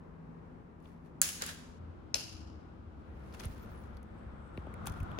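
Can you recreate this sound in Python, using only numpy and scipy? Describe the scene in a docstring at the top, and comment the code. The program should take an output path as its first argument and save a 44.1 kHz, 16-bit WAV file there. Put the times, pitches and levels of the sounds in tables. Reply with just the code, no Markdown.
"""A ventilation fan hums throughout in a bare, quiet room. Fingers brush faintly on the listening phone.
At 1.2 s a reflex camera on a tripod clicks, heard from just behind: blows ring its body and the room.
At 1.4 s the shutter recocks with a clack and a geared whirr. At 2.1 s a second click is heard from
across the room. From 3.1 s the phone is carried by hand: fingers rub, tick and bump on its case,
and a draught swells."""
import sys
import numpy as np
from scipy import signal
from scipy.fft import rfft, irfft, next_fast_len
from scipy.io import wavfile
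from scipy.ndimage import uniform_filter1d

SR = 44100
rng = np.random.default_rng(int(sys.argv[2]) if len(sys.argv) > 2 else 0)


def bounce(signal):
    """Save signal as a 16-bit WAV file at the path given by the first command-line argument."""
    frames = np.transpose(np.atleast_2d(signal))
    limited = np.clip(frames, -1, 1)
    pcm = np.round(limited * 32767).astype(np.int16)
    wavfile.write(sys.argv[1], SR, pcm)


N = 229142
T = np.arange(N) / SR

BEHIND, ACROSS, IN_HAND = range(3)  # listening places
PLACE_STARTS_S = [0, 1.787, 3.062]  # per place: start_s

# mechanism snaps: start_s, energy_db, rattle_decay_s, tilt_db_per_octave, pan_db (left minus right)
SHUTTER_BLOWS = [(1.216, 4, 0.00021, 4, -2), (1.2169, 0.5, 0.0015, -1.5, 2.5),
                 (1.2227, -6.5, 0.0021, 0, -4), (1.2264, -13, 0.001, -6, 4), (1.4205, -10, 0.0018, -5, -2),
                 (1.4259, -16.5, 0.0021, -13, 8.5), (1.437, -17.5, 0.0034, -7.5, 0),
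                 (1.4635, -17, 0.0013, 6, -1), (1.4972, -28, .003, -11, 6), (1.516, -32, .0015, -10, 0),
                 (2.1425, -7.5, 0.0016, 2, 9.5), (2.1438, -.7, 0.0011, 2, 3),
                 (2.1541, -13.5, 0.0053, -3, 2.5)]
# camera body; springs and blades that ring on: pitch_hz, width_hz, behind_db, across_db
BODY_MODES = [(545, 88, -25, -3), (1002, 400, -28, -16.5), (1597, 330, -13, -10), (2622, 130, -15, -1.5),
              (3400, 250, -17.5, -10.5), (4133, 250, -11.5, -2), (4865, 390, -7.5, -0.5),
              (5220, 310, -17, 4), (6250, 430, -3.5, -3.5), (7190, 570, -0.5, -13.5),
              (7750, 210, -2.5, -11), (8630, 400, -10, -19), (10000, 970, -5, -31),
              (11370, 1000, -6.5, -30), (15200, 840, -10, -36)]
SPRING_MODES = [(2790, 220, -17.5, -7), (5200, 110, -9.5, -9), (6600, 120, -3.5, -13.5),
                (7160, 35, 0.5, -19), (10010, 109, -4, -19), (10720, 60, -1, -12)]
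GEAR_SPECTRUM = [(200, -14), (700, -8), (1200, -4.5), (1650, 6), (2100, -4), (3600, -1), (7000, -7.5),
                 (9000, -11), (12000, -11.5), (16000, -24)]  # freq_hz, level_db
# wall reflections: freq_hz, level_db
ROOM_BEHIND_SPECTRUM = [(100, -30), (300, -17), (550, -11), (900, -13), (1300, -7), (1700, -2), (1950, -6),
                        (2500, -3), (4000, -4), (6700, 2), (8700, -3), (10500, 2.5), (12300, -3.5),
                        (13500, -14), (15000, -2)]
ROOM_ACROSS_SPECTRUM = [(200, -22), (550, -7), (1150, -13.5), (1500, -10.5), (2000, -15.5), (2800, -5),
                        (3600, -12.5), (4300, -4.5), (5200, -0.5), (5700, -5), (6500, -6.5), (8800, -19),
                        (10500, -10), (12200, -17), (13500, -25), (15000, -19), (16000, -34)]
ROOM_DECAY = [(400, 0.7), (2000, 0.79), (5000, 0.72), (9000, 0.58), (15000, 0.4)]  # freq_hz, t60_s

FINGER_TICKS = [(.803, -57, .0008, 6000, -63, -4), (.826, -58, .0008, 11500, -63, 0),
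                (.856, -62, 0.0032, 2790, -39.5, 4), (3.326, -52, .003, 5200, -44, 5),
                (3.340, -46, .006, 5000, -42, 6), (3.347, -44, .006, 2500, -38, 2),
                (3.3977, -41, 0.0048, 5360, -30.5, 14), (3.401, -36, .004, 1480, -29.5, 4),
                (3.407, -40, .003, 2900, -31, 7), (3.418, -45, .003, 4300, -41, 4),
                (3.439, -44, .004, 3300, -38, 7), (3.4551, -46, 0.00051, 10100, -25, 2),
                (3.970, -43, 0.0039, 4830, -43, 1), (4.030, -45, 0.0021, 9020, -52, 2),
                (4.5752, -44, 0.00054, 3700, -34.5, 3.5), (4.576, -49, 0.0012, 2400, -29.5, 13),
                (4.6685, -55, .0005, 3100, -44, 7), (4.741, -37.5, 0.00069, 2110, -34, 5),
                (4.858, -30.5, 0.0054, 1390, -25.5, 2), (4.8667, -23.5, 0.0028, 3400, -30, 6),
                (4.8712, -16, 0.0013, 800, -17.5, 3), (4.875, -29, 0.014, 1190, -20.5, 4),
                (4.881, -30, 0.0021, 3400, -34, -3), (4.8968, -36, 0.0026, 6200, -47.5, 7),
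                (4.922, -35.5, 0.0012, 3400, -44, 2), (5.003, -35, 0.0044, 2400, -30, 1),
                (5.031, -39, 0.0016, 11000, -53, 4), (5.116, -43.5, 0.00059, 3400, -35.5, 4),
                (5.187, -54, .003, 1700, -22.5, 6), (5.1875, -53, 0.0017, 3420, -24, 5.5),
                (5.188, -54, 0.0015, 5200, -28, 11)]  # start_s, crack_db, decay_s, ring_hz, ring_db, pan_db
CASE_MODES = [(2540, 450, 7.5), (3400, 280, 7), (4380, 390, -1.5), (6200, 320, 4), (9860, 580, 4),
              (11000, 440, 1.5)]  # pitch_hz, width_hz, gain_db
HAND_BUMPS = [(3.091, -19, 0.011, 121, -2), (3.426, -16, 0.013, 89.7, 3), (3.456, -5, 0.014, 240, -1),
              (3.498, -10.5, 0.0062, 120, 0.5), (4.262, -16, 0.013, 130.3, 2.5),
              (4.578, -10, 0.025, 802, -0.5), (4.670, -18.5, 0.0053, 1010, 2), (4.874, -10, .014, 293, -1),
              (4.903, -7.5, 0.0042, 80, 6), (5.006, -5.5, 0.007, 131, 3), (5.026, -5.5, 0.0046, 110, -2),
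              (5.187, -13, 0.0076, 905, 9)]  # start_s, energy_db, decay_s, start_hz, pan_db
SKIN_SQUEAKS = [(3.45, 0.13, -77, 15600, 15200), (3.56, 0.11, -72, 15700, 13800),
                (3.693, 0.063, -72.5, 14700, 15840), (3.702, 0.15, -76, 10700, 9800),
                (3.79, 0.05, -76, 15700, 15300)]  # start_s, length_s, level_db, start_hz, final_hz
# sliding skin; shifting grip: peak_s, level_db, rise_s, fall_s
RUB_SWELLS = [(.875, -69.5, 0.05, 0.081), (1.06, -72, 0.028, 0.04), (3.344, -54.5, 0.012, 0.028),
              (3.402, -46, 0.0079, 0.019), (3.448, -49, 0.03, 0.02), (3.47, -58, 0.16, 0.23),
              (4.873, -49, 0.0092, 0.016), (4.94, -61, 0.063, .09), (4.58, -68.5, .015, .03)]
SIZZLE_SWELLS = [(4.2, -85, 0.096, .08), (4.45, -85, 0.26, 0.4)]
# their friction noise: freq_hz, level_db
RUB_SPECTRUM = [(300, 3), (1400, 0.5), (3000, -6), (6000, -10.5), (8500, -17), (10500, -10.5),
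                (13000, -20.5), (15500, -19)]
SIZZLE_SPECTRUM = [(3000, -18), (7200, -7), (8050, 7), (8900, -4), (9900, -1), (11500, -17), (15000, -27)]

FAN_TONES = [(65.95, -78, -67, -55), (81.2, -63, -57.5, -83), (163.6, -60.5, -69, -68),
             (211.5, -74.5, -67.5, -62.5), (246, -65, -69, -71.5), (320, -73.5, -65, -66.5),
             (358.8, -73, -81.5, -74.5)]  # pitch_hz, behind_db, across_db, in_hand_db
# moving air: freq_hz, level_db
AIR_BEHIND_SPECTRUM = [(15, -31.5), (25, -9.5), (84, -7.5), (127, -11.5), (166, -4.5), (200, -10),
                       (256, -9.5), (317, -17), (405, -15.5), (677, -25), (1020, -24), (1940, -37),
                       (2760, -44.5), (3340, -50), (16000, -71.5)]
AIR_ACROSS_SPECTRUM = [(15, -58.5), (25, -23.5), (41, -12.5), (70, 0.5), (157, -11.5), (175, -10.5),
                       (206, -11), (285, -12), (317, -15), (607, -24), (659, -24), (1440, -28.5),
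                       (1790, -38), (2910, -43.5), (16000, -74.5)]
AIR_HAND_SPECTRUM = [(15, -38), (25, -4), (80, 0.5), (153, -7.5), (229, -5.5), (317, -17), (344, -13),
                     (531, -16), (607, -20), (1400, -25), (4250, -48), (8140, -62.5), (16000, -68)]
DRAUGHT_SPECTRUM = [(40, -8), (90, 11), (220, 0.5), (450, -9), (850, -8.5), (1150, -7), (1450, -6),
                    (1700, -19), (2900, -29.5), (3400, -27.5), (4500, -39), (8500, -46), (15000, -58.5)]
AIR_LEVELS_DB = [-52.5, -50.5, -49.5]  # per place: level_db
DRAUGHT_SWELLS = [(3.6, -56, 0.206, 0.96), (4.97, -43, 0.014, 0.018), (5.12, -44.5, .65, 4.7)]  # peak_s, level_db, rise_s, fall_s
STEREO_WIDTH = [(60, -9.5), (110, -8), (200, -6.5), (380, -2), (700, 1.5), (15000, -1.5)]  # freq_hz, side_minus_mid_db


def shutter(dull_share=0.45):
    """Each blow rings the camera body and, from its own spot, sets off its own reflections."""
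    out = np.zeros((2, N))
    ring_hz, width_hz, behind_db, across_db = np.transpose(SPRING_MODES)
    impulse = 1. * (T[None, :2] == 0)
    for start_s, energy_db, decay_s, tilt_db, pan_db in SHUTTER_BLOWS:
        behind = start_s < PLACE_STARTS_S[ACROSS]
        add(out, start_s, undb(energy_db) * pan(pan_db) * body_click(decay_s, tilt_db, behind))
        if behind:
            dull_db = dull_share * min(tilt_db, 0)  # soft blow, duller reflections
            spectrum = [(hz, db + dull_db * np.log2(hz)) for hz, db in ROOM_BEHIND_SPECTRUM]
            tail = room(impulse, spectrum, zip(ring_hz, width_hz, behind_db), build_s=0.0033)
            tail = undb(-4.5) * pan(1.1) * tail[:, :int((PLACE_STARTS_S[ACROSS] - start_s) * SR)]
        else:
            tail = room(impulse, ROOM_ACROSS_SPECTRUM, zip(ring_hz, width_hz, across_db), build_s=0.0014)
            tail = undb(-5) * pan(1.9) * tail
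        add(out, start_s, undb(energy_db) * tail)
    return out


def body_click(decay_s, tilt_db, behind, even_decay_s=0.0012, growth_db_per_doubling=8.5):
    """One blow through the body modes; a longer rattle is also stronger."""
    push = contact(decay_s, rattle_db=growth_db_per_doubling * np.log2(decay_s / even_decay_s))
    click = 0
    for k, (hz, width_hz, behind_db, across_db) in enumerate(BODY_MODES):
        mode_db = (behind_db if behind else across_db) + tilt_db * np.log2(hz)
        click = click + (-1) ** k * undb(mode_db) * resonate(push, hz, width_hz)
    left, right = click
    right_lag_s = 25e-6 if behind else 65e-6
    return np.array([unit(left), unit(np.roll(right, round(right_lag_s * SR)))])


def rewind(tooth_hz=270, mesh_db=3):
    """A motor jolts, then labours until the spring is cocked; gear teeth chop the whirr."""
    teeth = sine(tooth_hz * (1 + 0.16 * walk(60)))
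    jolt = swell(peak_s=1.424, level_db=-40.5, rise_s=0.0096, fall_s=0.012)
    load = swell(peak_s=1.495, level_db=-42, rise_s=0.037, fall_s=0.017)
    whirr = noise(GEAR_SPECTRUM) * undb(mesh_db * teeth) * (jolt + load)
    reflections = undb(-9) * room(whirr, [(200, -0.17), (15000, -1.6)])
    return (whirr + reflections) * place_gate(BEHIND)


def ticks(crack_hz=8950, crack_width_hz=16000, spot_q=2.9):
    """Fingers on plastic: a bright crack and the touched spot's ring, both through the case modes."""
    out = np.zeros((2, N))
    for start_s, crack_db, decay_s, ring_hz, ring_db, pan_db in FINGER_TICKS:
        push = contact(decay_s, rattle_db=4)
        bands = (crack_db, crack_hz, crack_width_hz), (ring_db, ring_hz, ring_hz / spot_q)
        for energy_db, hz, width_hz in bands:
            tick = resonate(resonate(push, hz, width_hz), hz, 2 * width_hz)
            case = sum(undb(db) * resonate(tick, mode_hz, band_hz) for mode_hz, band_hz, db in CASE_MODES)
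            add(out, start_s, undb(energy_db) * pan(pan_db) * unit(tick + case))
    return out


def bumps(settled_hz=67.3, settle_s=0.003):
    """Soft thuds of the hand; pitch drops as the flesh spreads."""
    out, t = np.zeros((2, N)), T[:SR // 4]
    for start_s, energy_db, decay_s, start_hz, pan_db in HAND_BUMPS:
        pitch_hz = settled_hz + (start_hz - settled_hz) * np.exp(-t / settle_s)
        thud = sine(pitch_hz) * np.exp(-t / decay_s) * (1 - np.exp(-t * start_hz))
        add(out, start_s, undb(energy_db) * pan(pan_db) * unit(thud))
    return out


def rubbing(grain_db=2, grip_db=2):
    """Skin drags on plastic; a thin sizzle as the grip shifts."""
    strokes = friction(RUB_SPECTRUM) * swells(RUB_SWELLS)
    sizzle = friction(SIZZLE_SPECTRUM) * swells(SIZZLE_SWELLS)
    return (strokes + sizzle) * undb(grain_db * walk(300) + grip_db * walk(30))


def friction(spectrum, slips_per_s=1200, spread_db=1, hiss_db=3.5):
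    """Stick and slip: tiny uneven catches over an even hiss; rms one."""
    catches = rng.random(N) < slips_per_s / SR
    sizes = undb(spread_db * np.minimum(rng.exponential(size=N), 5))
    slips = unit(colour(catches * sizes * rng.standard_normal((2, N)), spectrum)) * np.sqrt(N)
    return unit(slips + undb(hiss_db) * noise(spectrum)) * np.sqrt(N)


def squeaks(waver_hz=380, stutter_db=5):
    """Skin squeaks in thin, rough glides."""
    out = np.zeros((2, N))
    for start_s, length_s, level_db, start_hz, final_hz in SKIN_SQUEAKS:
        size = int(length_s * SR)
        pitch_hz = np.linspace(start_hz, final_hz, size) + waver_hz * (walk(40) / 2 + walk(1500))[:size]
        grip = undb(level_db + stutter_db * walk(149)[:size]) * np.sqrt(np.hanning(size))
        add(out, start_s, pan(0) * grip * sine(pitch_hz))
    return out


def room(x, spectrum, rings=(), build_s=0.0059, clumps_per_s=260, clump_db=2.2):
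    """Reflections off bare walls arrive in clumps; treble dies first."""
    hz, time_s, bins = signal.stft(colour(rng.standard_normal((2, SR)), spectrum), SR, nperseg=256)
    decay = undb(-60 * time_s / along(ROOM_DECAY, hz)[:, None])
    clumps = undb(clump_db * walk(clumps_per_s)[:SR])
    onset = 1 - np.exp(-T[:SR] / build_s)
    tail = signal.istft(bins * decay, SR)[1][:, :SR] * clumps * onset
    for ring_hz, width_hz, gain_db in rings:
        tail = tail + undb(gain_db) * resonate(tail, ring_hz, width_hz)
    return signal.fftconvolve(x, unit(tail), axes=1)[:, :N]


def ventilation(waver_db=2.5, drift_hz=3):
    """Fan tones, set per place by standing waves; moving air; draught on the carried phone."""
    gates = np.array([place_gate(place) for place in (BEHIND, ACROSS, IN_HAND)])
    out = np.zeros((2, N))
    for pitch_hz, *levels_db in FAN_TONES:
        tone = np.sqrt(2) * sine(pitch_hz + drift_hz * walk(16))
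        out += tone * (undb(levels_db) @ gates) * undb(waver_db * walk(6.5))
    spectra = AIR_BEHIND_SPECTRUM, AIR_ACROSS_SPECTRUM, AIR_HAND_SPECTRUM
    for gate, spectrum, level_db in zip(gates, spectra, AIR_LEVELS_DB):
        out += gate * undb(level_db + walk(8)) * noise(spectrum)
    draught = noise(DRAUGHT_SPECTRUM) * swells(DRAUGHT_SWELLS) * undb(2.9 * walk(8.3))
    return (out + draught) * pan(2.67)


def contact(decay_s, rattle_db):
    """Sharp push, then a dying rattle that differs at each ear."""
    t = T[:SR // 6]
    rattle = unit(rng.standard_normal((2, len(t))) * np.exp(-t / decay_s))
    return (t == 0) + undb(rattle_db) * rattle


def place_gate(place):
    """One while the phone is at this place, else zero."""
    here = np.searchsorted(PLACE_STARTS_S, T, side="right") - 1 == place
    return uniform_filter1d(here * 1., size=128)


def swell(peak_s, level_db, rise_s, fall_s):
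    """Gain with exponential rise and fall."""
    return undb(level_db) * np.exp(-np.maximum((peak_s - T) / rise_s, (T - peak_s) / fall_s))


def swells(rows):
    """Power sum of swells."""
    return np.sqrt(sum(swell(*row) ** 2 for row in rows))


def noise(spectrum):
    """Coloured stereo noise, rms one; bass alike at both ears."""
    mid, side = rng.standard_normal((2, N))
    side = colour(side, STEREO_WIDTH)
    return unit(colour(np.array([mid + side, mid - side]), spectrum)) * np.sqrt(N)


def colour(x, spectrum):
    """Filter by freq_hz, level_db points."""
    size = next_fast_len(x.shape[-1])
    gain = undb(along(spectrum, np.fft.rfftfreq(size, 1 / SR)))
    return irfft(rfft(x, size) * gain, size)[..., :x.shape[-1]]


def along(points, hz):
    """Interpolate on a log-frequency axis."""
    points_hz, values = np.transpose(points)
    return np.interp(np.log(hz + 1), np.log(points_hz), values)


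def walk(rate_hz):
    """Smooth random curve, spread near one."""
    size = max(int(SR / rate_hz), 1)
    return uniform_filter1d(np.repeat(rng.standard_normal(N // size + 1), size), size)[:N]


def resonate(x, hz, width_hz):
    """One resonance, unity peak gain."""
    return signal.lfilter(*signal.iirpeak(hz, hz / min(width_hz, SR / 3), fs=SR), x)


def sine(pitch_hz):
    """Sine along a pitch curve."""
    return np.sin(2 * np.pi * np.cumsum(pitch_hz) / SR)


def add(out, start_s, x):
    """Mix x in at start_s."""
    start = int(start_s * SR)
    out[:, start:start + x.shape[1]] += x[:, :N - start]


def pan(db):
    """Stereo gains for left minus right level."""
    return undb(np.array([[db], [-db]]) / 2)


def unit(x):
    """Scale to mean channel energy one."""
    return x / np.sqrt(np.mean(np.sum(x ** 2, axis=-1)))


def undb(db):
    """Decibels to gain."""
    return 10 ** (np.asarray(db) / 20)


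def scene():
    """Camera, fan and hand."""
    return shutter() + rewind() + ventilation() + rubbing() + squeaks() + ticks() + bumps()


def record(dry, low_hz=32, top_hz=16100):
    """The phone cuts deep bass and top treble."""
    thin = signal.sosfilt(signal.butter(3, low_hz, "high", fs=SR, output="sos"), dry)
    return signal.sosfilt(signal.ellip(8, .2, 70, top_hz, fs=SR, output="sos"), thin)


dry = scene()
out = record(dry)
bounce(out)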